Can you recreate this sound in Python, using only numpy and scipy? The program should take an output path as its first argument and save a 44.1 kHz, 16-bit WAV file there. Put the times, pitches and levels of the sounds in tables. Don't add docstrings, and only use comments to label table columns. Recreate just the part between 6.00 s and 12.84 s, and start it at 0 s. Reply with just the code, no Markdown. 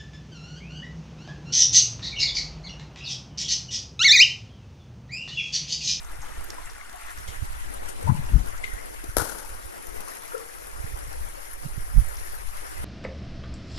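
import sys
import numpy as np
from scipy import signal
from scipy.fft import rfft, irfft
from scipy.io import wavfile
from scipy.ndimage import uniform_filter1d, map_coordinates

SR = 44100
rng = np.random.default_rng(int(sys.argv[2]) if len(sys.argv) > 2 else 0)


def wav_record(signal):
    frames = np.transpose(np.atleast_2d(signal))
    bounded = np.clip(frames, -1, 1)
    quanta = np.round(bounded * 32767).astype(np.int16)
    wavfile.write(sys.argv[1], SR, quanta)


N = 301780
TIME = np.arange(N) / SR

# pitch in Hz, left gain in dB, right gain in dB.
WATER_COLOUR = [(101, -33, -32), (177, -11, -12.5), (298, -3.5, -7), (540, 0.5, -4.5), (627, -1.5, -5.5),
                (1390, -1.5, -7), (2060, -3, -8), (2473, -11.5, -12), (3210, -17, -17), (4020, -22.5, -16),
                (5450, -12, -15.5), (8230, -17, -19.5), (10490, -1.5, -21), (14000, -19, -28.5),
                (14300, -50, -44)]
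# pitch in Hz, left change in dB, right change in dB.
ASIDE_COLOUR = [(264, -6, -4.5), (470, -15, -12), (790, -5.5, -5), (1360, -4.5, -3.5), (2140, -5.5, -8),
                (2750, -1.5, -2.5), (3840, -0.5, -3), (5100, -11, -6), (8450, -3.5, -3),
                (10560, -16.5, -3.5), (14100, -9, -3)]
# time in seconds, share turned aside (0 to 1), lag of the left port in seconds.
TURN = [(0, 0.79, .00023), (.95, 1, .0002), (1.3, 0.7, 0), (2, 0.83, -.00002), (3, 0.43, 0),
        (3.6, 0.3, .00006), (4.6, 0.26, .00006), (5.2, 0.3, -.00002), (6.2, 0.11, -.00002),
        (6.84, 0.54, -.00002)]
# pitch in Hz, likeness (-1 to 1).
PORT_LIKENESS = [(130, -0.54), (290, -0.93), (630, -0.89), (1370, -0.71), (2100, -0.39), (3000, -0.044),
                 (4200, -0.28), (5200, -0.12), (7000, -0.16), (14000, 0.17)]
# time in seconds, gurgle change in dB, rush change in dB.
FLOW = [(0, 4, 0), (.5, 6.5, 2), (1.1, 5, 2.5), (1.7, 11.5, 2.4), (2.25, 11.5, 4), (2.9, 6.5, 0.5),
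        (3.7, 4.5, -1), (4.1, 6.5, 2), (4.45, 4, -1), (5.15, 5, 0.3), (5.7, 0.5, -1.5), (6.25, -0.5, 0.3),
        (6.84, 6, 2.5)]
# pitch in Hz, width in Hz, lift in dB.
CHANNEL_RESONANCES = [(370, 47, 1.5), (486, 43, 1.5), (630, 18, 2.5), (726, 12, 4.5), (840, 61, 1),
                      (913, 29, 4), (1100, 29, 1), (1286, 11, 4), (1384, 42, 2.5)]
FOAM_SHARE, FOAM_DB = 0.82, 1.59
BUBBLE_DB, PLINK_DB, PATCHY_DB = -15, -17, 1.8

# start in seconds, relative level in dB, pitch in Hz,
# left-minus-right in dB, decay in seconds, splash against ring in dB.
DROPS = [(.045, -35, 6440, 12, 0.0039, -16), (0.216, -38.5, 6360, 3, 0.014, -14),
         (.441, -29.5, 11800, 9, 0.0041, -10), (.5025, -19, 5200, -3, 0.0019, -5),
         (.5028, -26, 6360, -2, 0.002, -12), (.655, -35, 7860, 4, 0.0045, -24),
         (0.697, -34, 5400, 6, 0.0049, -14), (.894, -48, 3300, 5, 0.0046, 16),
         (1.183, -35, 5860, 9, .005, -11), (1.275, -44, 3260, -1, 0.037, 6.5),
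         (1.598, -36, 8900, 9, 0.0037, -14), (1.738, -29, 9700, 11, 0.0042, -20),
         (1.887, -31, 9500, 20, 0.017, -2), (2.026, -30, 9350, 21, 0.0056, -7),
         (2.577, -35, 6320, 5, .004, -14), (2.639, -24, 2510, 24, 0.009, -12),
         (2.64, -29, 3340, 14, 0.0069, -4), (2.785, -37.5, 2040, 21, 0.04, -17),
         (2.8575, -15, 10300, 13, 0.00089, -18), (3.04, -28, 10500, 15, 0.0037, 0),
         (3.384, -21.5, 10500, 22, 0.0028, -3.5), (4.005, -24, 10700, 12, 0.0034, -2),
         (5.533, -18, 10400, 10, 0.0015, -19), (6.168, -26, 5800, 7, 0.0025, -14),
         (6.472, -27, 10400, 9, 0.0025, -16)]
DRIP_COUNT, DRIP_DB, DRIP_SPREAD_DB = 16, -35.5, 3
DRIP_HZ, DRIP_OCTAVES = 9700, 0.26
DRIP_BALANCE_DB, DRIP_DECAY_S, DRIP_SPLASH_DB = 3, 0.0028, -24

# middle in seconds, level in dB, # pitch in Hz, half length in seconds, left-minus-right in dB.
GULPS = [(.585, -29, 1020, 0.007, 7), (.8143, -29.5, 2130, 0.0033, 15), (.945, -29.5, 700, 0.0064, 5),
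         (1.288, -35, 2120, 0.0064, 17), (2.028, -29, 477, 0.009, 6), (2.643, -17.5, 2086, 0.0059, 10.5),
         (2.679, -26, 2020, 0.0034, 12), (2.722, -29, 1890, .006, 5), (3.042, -25, 327, 0.004, 10),
         (3.448, -31, 890, 0.005, 17), (4.35, -18, 480, 0.0082, 11), (4.353, -27.5, 1356, 0.0073, 12),
         (4.336, -30, 425, 0.0043, 10), (4.392, -36, 520, .007, 14), (4.412, -34.5, 447, 0.021, 14)]
# middle in seconds, level in dB, pitch in Hz,
# half length in seconds, left-minus-right in dB.
CLUNK_BEATS = [(2.076, -26, 610, 0.0054, 6), (2.08, -20, 930, 0.0089, 13), (2.091, -17.5, 943, 0.0071, 13),
               (2.101, -20, 1010, 0.0065, 10), (2.104, -22, 855, 0.0071, 13), (2.108, -36, 321, 0.0087, 9)]
OPPOSED = np.array([[1], [-1]])

# start in seconds, relative level in dB, decay in seconds,
# left-minus-right in dB, body against treble in dB.
CLICKS = [(3.1671, -21, 0.0013, 26, 2), (3.1686, -3, 0.00066, 29, -6.5), (3.1736, -11.5, 0.0011, 24, -23),
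          (3.1836, -7, 0.00084, 7, -12), (3.218, -24, 0.0068, 27, 0.5)]
# pitch in Hz, gain in dB.
CLICK_COLOUR = [(60, -14), (250, 8), (550, 10), (1000, 14), (1500, 4), (2600, 0), (4000, -4), (6000, 1.5),
                (8500, -4.5), (11000, 9), (15000, -17)]
# pitch in Hz, left gain in dB, right gain in dB.
TAIL_COLOUR = [(60, -8, -26), (200, -3, -10), (320, -2, 0), (496, 7, -9), (700, -0.5, -16), (900, 4, -14),
               (1150, -1, -15), (1430, 7.5, -5), (1700, 1.5, -19), (2050, -9, -9), (2900, -12, -19),
               (4400, -7.5, -21), (6000, -4, -27), (7900, -7.5, -22), (10600, 2.5, -26), (14500, -14, -37)]
# middle in seconds, level in dB,
# pitch in Hz, half length in seconds, left-minus-right in dB.
KNOCK = [(3.1694, -6, 545, 0.00152, 11), (3.1697, -14, 1410, 0.0012, 4), (3.173, -19.5, 305, 0.0026, -32),
         (3.1995, -20, 1440, 0.003, 21), (3.212, -17.5, 1460, 0.0027, 24), (3.222, -27.5, 310, 0.0061, -16),
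         (3.258, -25, 1020, .003, 18), (3.297, -28, 1400, 0.004, 17), (3.385, -35, 890, .004, 17)]

# middle in
# seconds, level in dB, pitch in Hz, # half length in seconds, left-minus-right in dB, pitch in Hz of the
THUMPS = [(0.193, -31, 94, 0.008, -24, 159), (0.388, -25, 49.5, .02, 18, 111),
          (1.184, -28.5, 55, .016, -20, 115), (1.292, -26.5, 74, 0.0087, -22, 141),
          (1.429, -15.5, 70.5, 0.008, -42, 156), (2.061, -16.5, 89, 0.023, 27, 160),
          (2.099, -7.5, 133, .016, 41, 200), (2.122, -7.5, 99, 0.0089, 34, 178),
          (2.15, -22.5, 165, 0.016, 26, 210), (2.196, -20, 132, 0.016, 28, 183),
          (2.248, -36, 112, 0.04, 22, 183), (2.353, -2, 46, .021, 19, 151),
          (2.358, -6.5, 95, 0.014, 21, 188), (2.41, -15, 42.5, 0.027, 18, 150),
          (2.481, -25.5, 40, 0.016, 18, 101), (2.743, -23, 36, 0.02, -21, 80),
          (3.095, -19, 49.7, 0.0065, -22, 79.5), (3.184, -12, 52, .014, 32, 110),
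          (3.22, -22, 96.5, 0.0121, 26, 150), (3.657, -24, 35.5, .012, -22, 70),
          (4.808, -18.5, 37.5, 0.015, -27, 85.5), (4.846, -20, 67, 0.0068, -29, 110),
          (4.943, -24.5, 44, .011, -13, 95), (5.213, -26, 51.3, .025, 18, 105),
          (5.661, -22.5, 136.5, .013, -33, 168), (5.781, -21, 97, 0.0077, -27, 149),
          (5.982, 1.5, 34.4, 0.016, -34, 103), (6.021, -20, 80, .008, 23, 150),
          (6.806, -28, 70, .022, -12, 125)]
SHED_DB, SHED_SIDE = -22, 0.71

# time in seconds, relative level in dB.
BREEZE = [(0, -41.5), (.4, -37), (.8, -43.5), (1.6, -47), (2.6, -39.5), (3.5, -41), (4.15, -49.5),
          (4.55, -48), (4.95, -42.5), (6.84, -40.5)]
# middle in seconds, relative level in dB,
# half length in seconds, left-minus-right in dB.
GUSTS = [(.3, -39.5, 0.18, -16), (1.443, -30, 0.21, -11), (1.703, -33.5, 0.18, 2), (2.28, -27, 0.17, 4.5),
         (2.663, -37, 0.16, -3), (3.538, -32, 0.03, -20), (3.95, -32.5, 0.051, 21),
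         (4.924, -33.5, 0.21, -11), (5.14, -31, 0.11, 13), (5.93, -28, 0.2, -5.5), (6.49, -33.5, 0.13, 16),
         (6.842, -21.5, 0.048, -14)]
# pitch in Hz, gain in dB.
RUMBLE_COLOUR = [(5, 13), (14, 6), (30, 3), (50, -0.5), (80, -9.5), (130, -21.5), (200, -37.5), (400, -40),
                 (1000, -92)]
# pitch in Hz, gain in dB.
BUFFET_COLOUR = [(30, 4), (70, 9), (110, 1), (180, -11), (300, -33), (800, -68)]
RESTLESS_DB, LUMPY_DB = 2.6, 4.5

EDGE_HZ = 14550


def stream(level_db=-29.5, foam_db=0.24, spray_db=-5.0, flutter_db=0.8, slosh_db=1.5, swell_db=0.5):
    source = gain_of(foam_db) * rng.standard_normal((2, N))
    trickle = [bubbles(per_s=26, spread_db=4.0, cycles=9.35, rise=0.0283, count=30) for _ in range(2)]
    source += gain_of(BUBBLE_DB) * np.array(trickle)
    plinks = [bubbles(per_s=2.2, spread_db=2.5, cycles=12, rise=.02, count=30) for _ in range(2)]
    source += gain_of(PLINK_DB) * np.array(plinks)
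    source += gain_of(spray_db) * spray(per_s=350, spread_db=3.5, burst_s=0.0013)

    hz, s, (one, other) = signal.stft(channel(source), SR, nperseg=1024, noverlap=768)
    aside, lag_s = curve(TURN, s)
    alike = np.clip(read(PORT_LIKENESS, hz)[0], -1, 1)[:, None]
    left = one * np.exp(-2j * np.pi * hz[:, None] * lag_s)
    right = alike * one + np.sqrt(1 - alike ** 2) * other
    ports = np.array([left, right])

    ranges = read([(450, 1, 0, 0), (900, 0, 1, 0), (2300, 0, 1, 0), (4500, 0, 0, 1)], hz)
    gurgle, rush = curve(FLOW, s)
    slosh, swell = wander(s, per_s=5.8, count=2)
    low = gurgle + slosh_db * slosh
    middle = rush + swell_db * swell
    top = FOAM_DB + FOAM_SHARE * rush + swell_db * swell
    surge = ranges.T @ np.array([low, middle, top])

    patches = uniform_filter1d(rng.standard_normal(one.shape), size=5, axis=1)
    patches = evened(uniform_filter1d(patches, size=16, axis=0))
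    flutter = evened(uniform_filter1d(rng.standard_normal(len(s)), size=7))
    colour = read(WATER_COLOUR, hz)[..., None] + read(ASIDE_COLOUR, hz)[..., None] * aside
    ports *= gain_of(level_db + colour + surge + PATCHY_DB * patches + flutter_db * flutter)
    return signal.istft(ports, SR, nperseg=1024, noverlap=768)[1][:, :N]


def bubbles(per_s, spread_db, cycles, rise, count):
    out = np.zeros(N)
    for hz in np.geomspace(260, 3200, count) * rng.uniform(1.0, 1.04, count):
        age = TIME[:int(5 * cycles / hz * SR)] * hz / cycles
        outline = np.exp(-age) * (1 - np.exp(-6 * age))
        ring = np.sin(2 * np.pi * cycles * age * (1 + rise * age)) * outline
        births = impacts(per_s * (hz / 1000) ** .8, spread_db)
        out += np.sqrt(hz) * evened(signal.oaconvolve(births, ring)[:N])
    return evened(out)


def spray(per_s, spread_db, burst_s):
    fade = np.exp(-2 / (burst_s * SR))
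    landings = impacts(per_s, spread_db) ** 2 + 1e-12
    power = signal.lfilter([1], np.poly([fade, fade]), landings)
    fizz = np.sqrt(abs(power)) * rng.standard_normal((2, N))
    return evened(coloured(fizz, [(300, -2), (2000, -3.0), (5000, 6.5), (15000, 10.0)]))


def channel(x):
    hz = np.fft.rfftfreq(x.shape[-1], 1 / SR)
    lift_db = sum(db * np.exp(-(2 * (hz - centre) / width) ** 2) for centre, width, db in CHANNEL_RESONANCES)
    return irfft(rfft(x) * gain_of(lift_db), x.shape[-1])


def drops(level_db=-2.5, ring_spread=2.1, rise_s=0.0014):
    out, t = np.zeros((2, N)), TIME[:4096]
    for s, db, hz, balance_db, decay_s, splash_db in DROPS + drips():
        puff = rng.standard_normal((3, len(t)))
        ping = evened(coloured(puff[0], [(hz / ring_spread, -40), (hz, 0), (hz * ring_spread, -40)]))
        splash = evened(coloured(puff[1:], [(500, 2), (2000, -7), (7000, -1), (15000, -16.0)]))
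        outline = np.exp(-t / decay_s) * (1 - np.exp(-t / rise_s))
        sound = (ping + gain_of(splash_db) * splash) * outline
        add(out, s, gain_of(db + level_db) * sound, balance_db)
    return walls(out, t60=.45, wet_db=-9)


def drips():
    rows = []
    for moment, size, pitch in rng.random((DRIP_COUNT, 3)):
        db = DRIP_DB + DRIP_SPREAD_DB * (2 * size - 1)
        hz = DRIP_HZ * 2 ** (DRIP_OCTAVES * (2 * pitch - 1))
        rows.append((moment * N / SR, db, hz, DRIP_BALANCE_DB, DRIP_DECAY_S, DRIP_SPLASH_DB))
    return rows


def gulps():
    return walls(OPPOSED * swings(GULPS, glide=0.002, rough=0.076, churn=0.043), t60=0.41, wet_db=-8.5)


def clunk(wet_db=-11):
    return walls(OPPOSED * swings(CLUNK_BEATS, glide=0.005, rough=0.25, churn=0.079), t60=0.73, wet_db=wet_db)


def click(tail_db=-20.5, early_db=-14.5, early_s=0.035, late_s=0.14):
    out, t = swings(KNOCK, glide=0, rough=0.15, churn=0.075), TIME[:SR]
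    for s, db, decay_s, balance_db, body_db in CLICKS:
        age = t[:4096] - t[512]
        crack = rng.standard_normal((2, len(age))) * np.exp(-abs(age) / decay_s) * (age >= 0)
        crack = coloured(crack, [(1800, body_db), (4000, 0)])
        add(out, s + age[0], gain_of(db) * coloured(crack, CLICK_COLOUR), balance_db)
    dying = np.hypot(gain_of(early_db) * np.exp(-t / early_s), gain_of(tail_db) * np.exp(-t / late_s))
    echoes = evened(np.array([impacts(per_s=1500, spread_db=2)[:SR] for _ in range(2)]))
    body = coloured(echoes, [(1200, 2.5), (1800, 0), (3500, -12)])
    hiss = coloured(rng.standard_normal((2, len(t))), [(1800, -9), (3500, 0)])
    grain = (body + hiss) * gain_of(2.2 * wander(t, per_s=110, count=1) - .5)
    onset = 1 - np.exp(-t / 0.0074)
    add(out, CLICKS[0][0] - .003, coloured(grain, TAIL_COLOUR) * dying * onset, 0)
    return out


def swings(rows, glide, rough, churn):
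    out = np.zeros((2, N))
    for s, db, hz, half_s, balance_db in rows:
        u = np.arange(-4, 4, 1 / (half_s * SR))
        wobble = signal.resample(rng.standard_normal(24), len(u))
        phase = 2 * np.pi * hz * half_s * (u + glide * u ** 2) + rough * wobble
        swing = np.sin(phase) / np.cosh(2.37 * u)
        band = [(hz / 3, -25), (hz, 0), (hz * 2, -14), (hz * 8, -90)]
        turbulence = evened(coloured(rng.standard_normal(SR), band))[:len(u)] / np.cosh(0.17 * u)
        sound = signal.windows.hann(len(u)) * (swing + churn * turbulence)
        add(out, s + u[0] * half_s, gain_of(db) * sound, balance_db)
    return out


def thumps():
    main = [row[:5] for row in THUMPS]
    shed = [(s, db + SHED_DB, shed_hz, half_s, SHED_SIDE * balance_db)
            for s, db, _, half_s, balance_db, shed_hz in THUMPS]
    strikes = swings(main, glide=-0.04, rough=0.07, churn=0.11)
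    return strikes + swings(shed, glide=-0.015, rough=0.3, churn=0.49)


def wind(level_db=1, buffet_db=-16):
    power = gain_of(curve(BREEZE, TIME) + RESTLESS_DB * wander(TIME, per_s=7.9, count=2)) ** 2
    for s, db, half_s, balance_db in GUSTS:
        gust = gain_of(db) ** 2 * np.exp(-((TIME - s) / half_s) ** 2)
        add(power, 0, gust, 2 * balance_db)
    lumps = evened(uniform_filter1d(rng.standard_normal((2, N)), size=1500))
    rumble = coloured(rng.standard_normal((2, N)), RUMBLE_COLOUR)
    buffet = coloured(rng.standard_normal((2, N)) * gain_of(LUMPY_DB * lumps), BUFFET_COLOUR)
    return np.sqrt(power) * (gain_of(level_db) * evened(rumble) + gain_of(buffet_db) * evened(buffet))


def walls(x, t60, wet_db):
    t = TIME[:SR // 2]
    scattered = rng.standard_normal((2, len(t))) * (rng.random((2, len(t))) < .05)
    taps = scattered * gain_of(-60 * t / t60) * (t > .006)
    echoes = signal.oaconvolve(x, evened(taps) / np.sqrt(len(t)), axes=1)[:, :N]
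    return x + gain_of(wet_db) * echoes


def impacts(per_s, spread_db):
    size = gain_of(spread_db * np.minimum(rng.exponential(1, N), 4.5))
    return size * rng.choice([-1, 1], N) * (rng.random(N) < per_s / SR)


def wander(s, per_s, count):
    knots = rng.standard_normal((count, 256))
    return evened(np.array([map_coordinates(k, [s * per_s], mode="mirror") for k in knots]))


def add(mix, s, sound, balance_db):
    part = mix[:, max(round(s * SR), 0):][:, :sound.shape[-1]]
    part += gain_of(np.minimum([[balance_db], [-balance_db]], 0)) * sound[..., :part.shape[1]]


def coloured(x, rows):
    gain = gain_of(read(rows, np.fft.rfftfreq(x.shape[-1], 1 / SR))).squeeze()
    return irfft(rfft(x) * gain, x.shape[-1])


def read(rows, hz):
    at, *columns = np.transpose(rows)
    return np.array([np.interp(np.log(hz + 1), np.log(at + 1), c) for c in columns])


def curve(rows, s):
    at, *columns = np.transpose(rows)
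    return np.array([np.interp(s, at, c) for c in columns])


def evened(x):
    return x / np.sqrt(np.mean(x ** 2) + 1e-20)


def gain_of(db):
    return 10 ** (np.asarray(db) / 20)


def scene():
    water = stream() + drops() + gulps() + clunk()
    return water + click() + thumps() + wind()


def record(dry):
    rounded = dry / (1 + (dry / .72) ** 4) ** (1 / 4)
    lowpass = signal.firwin(511, EDGE_HZ, window=("kaiser", 9), fs=SR)
    return signal.oaconvolve(rounded, lowpass[None], "same")


dry = scene()
out = record(dry)
wav_record(out)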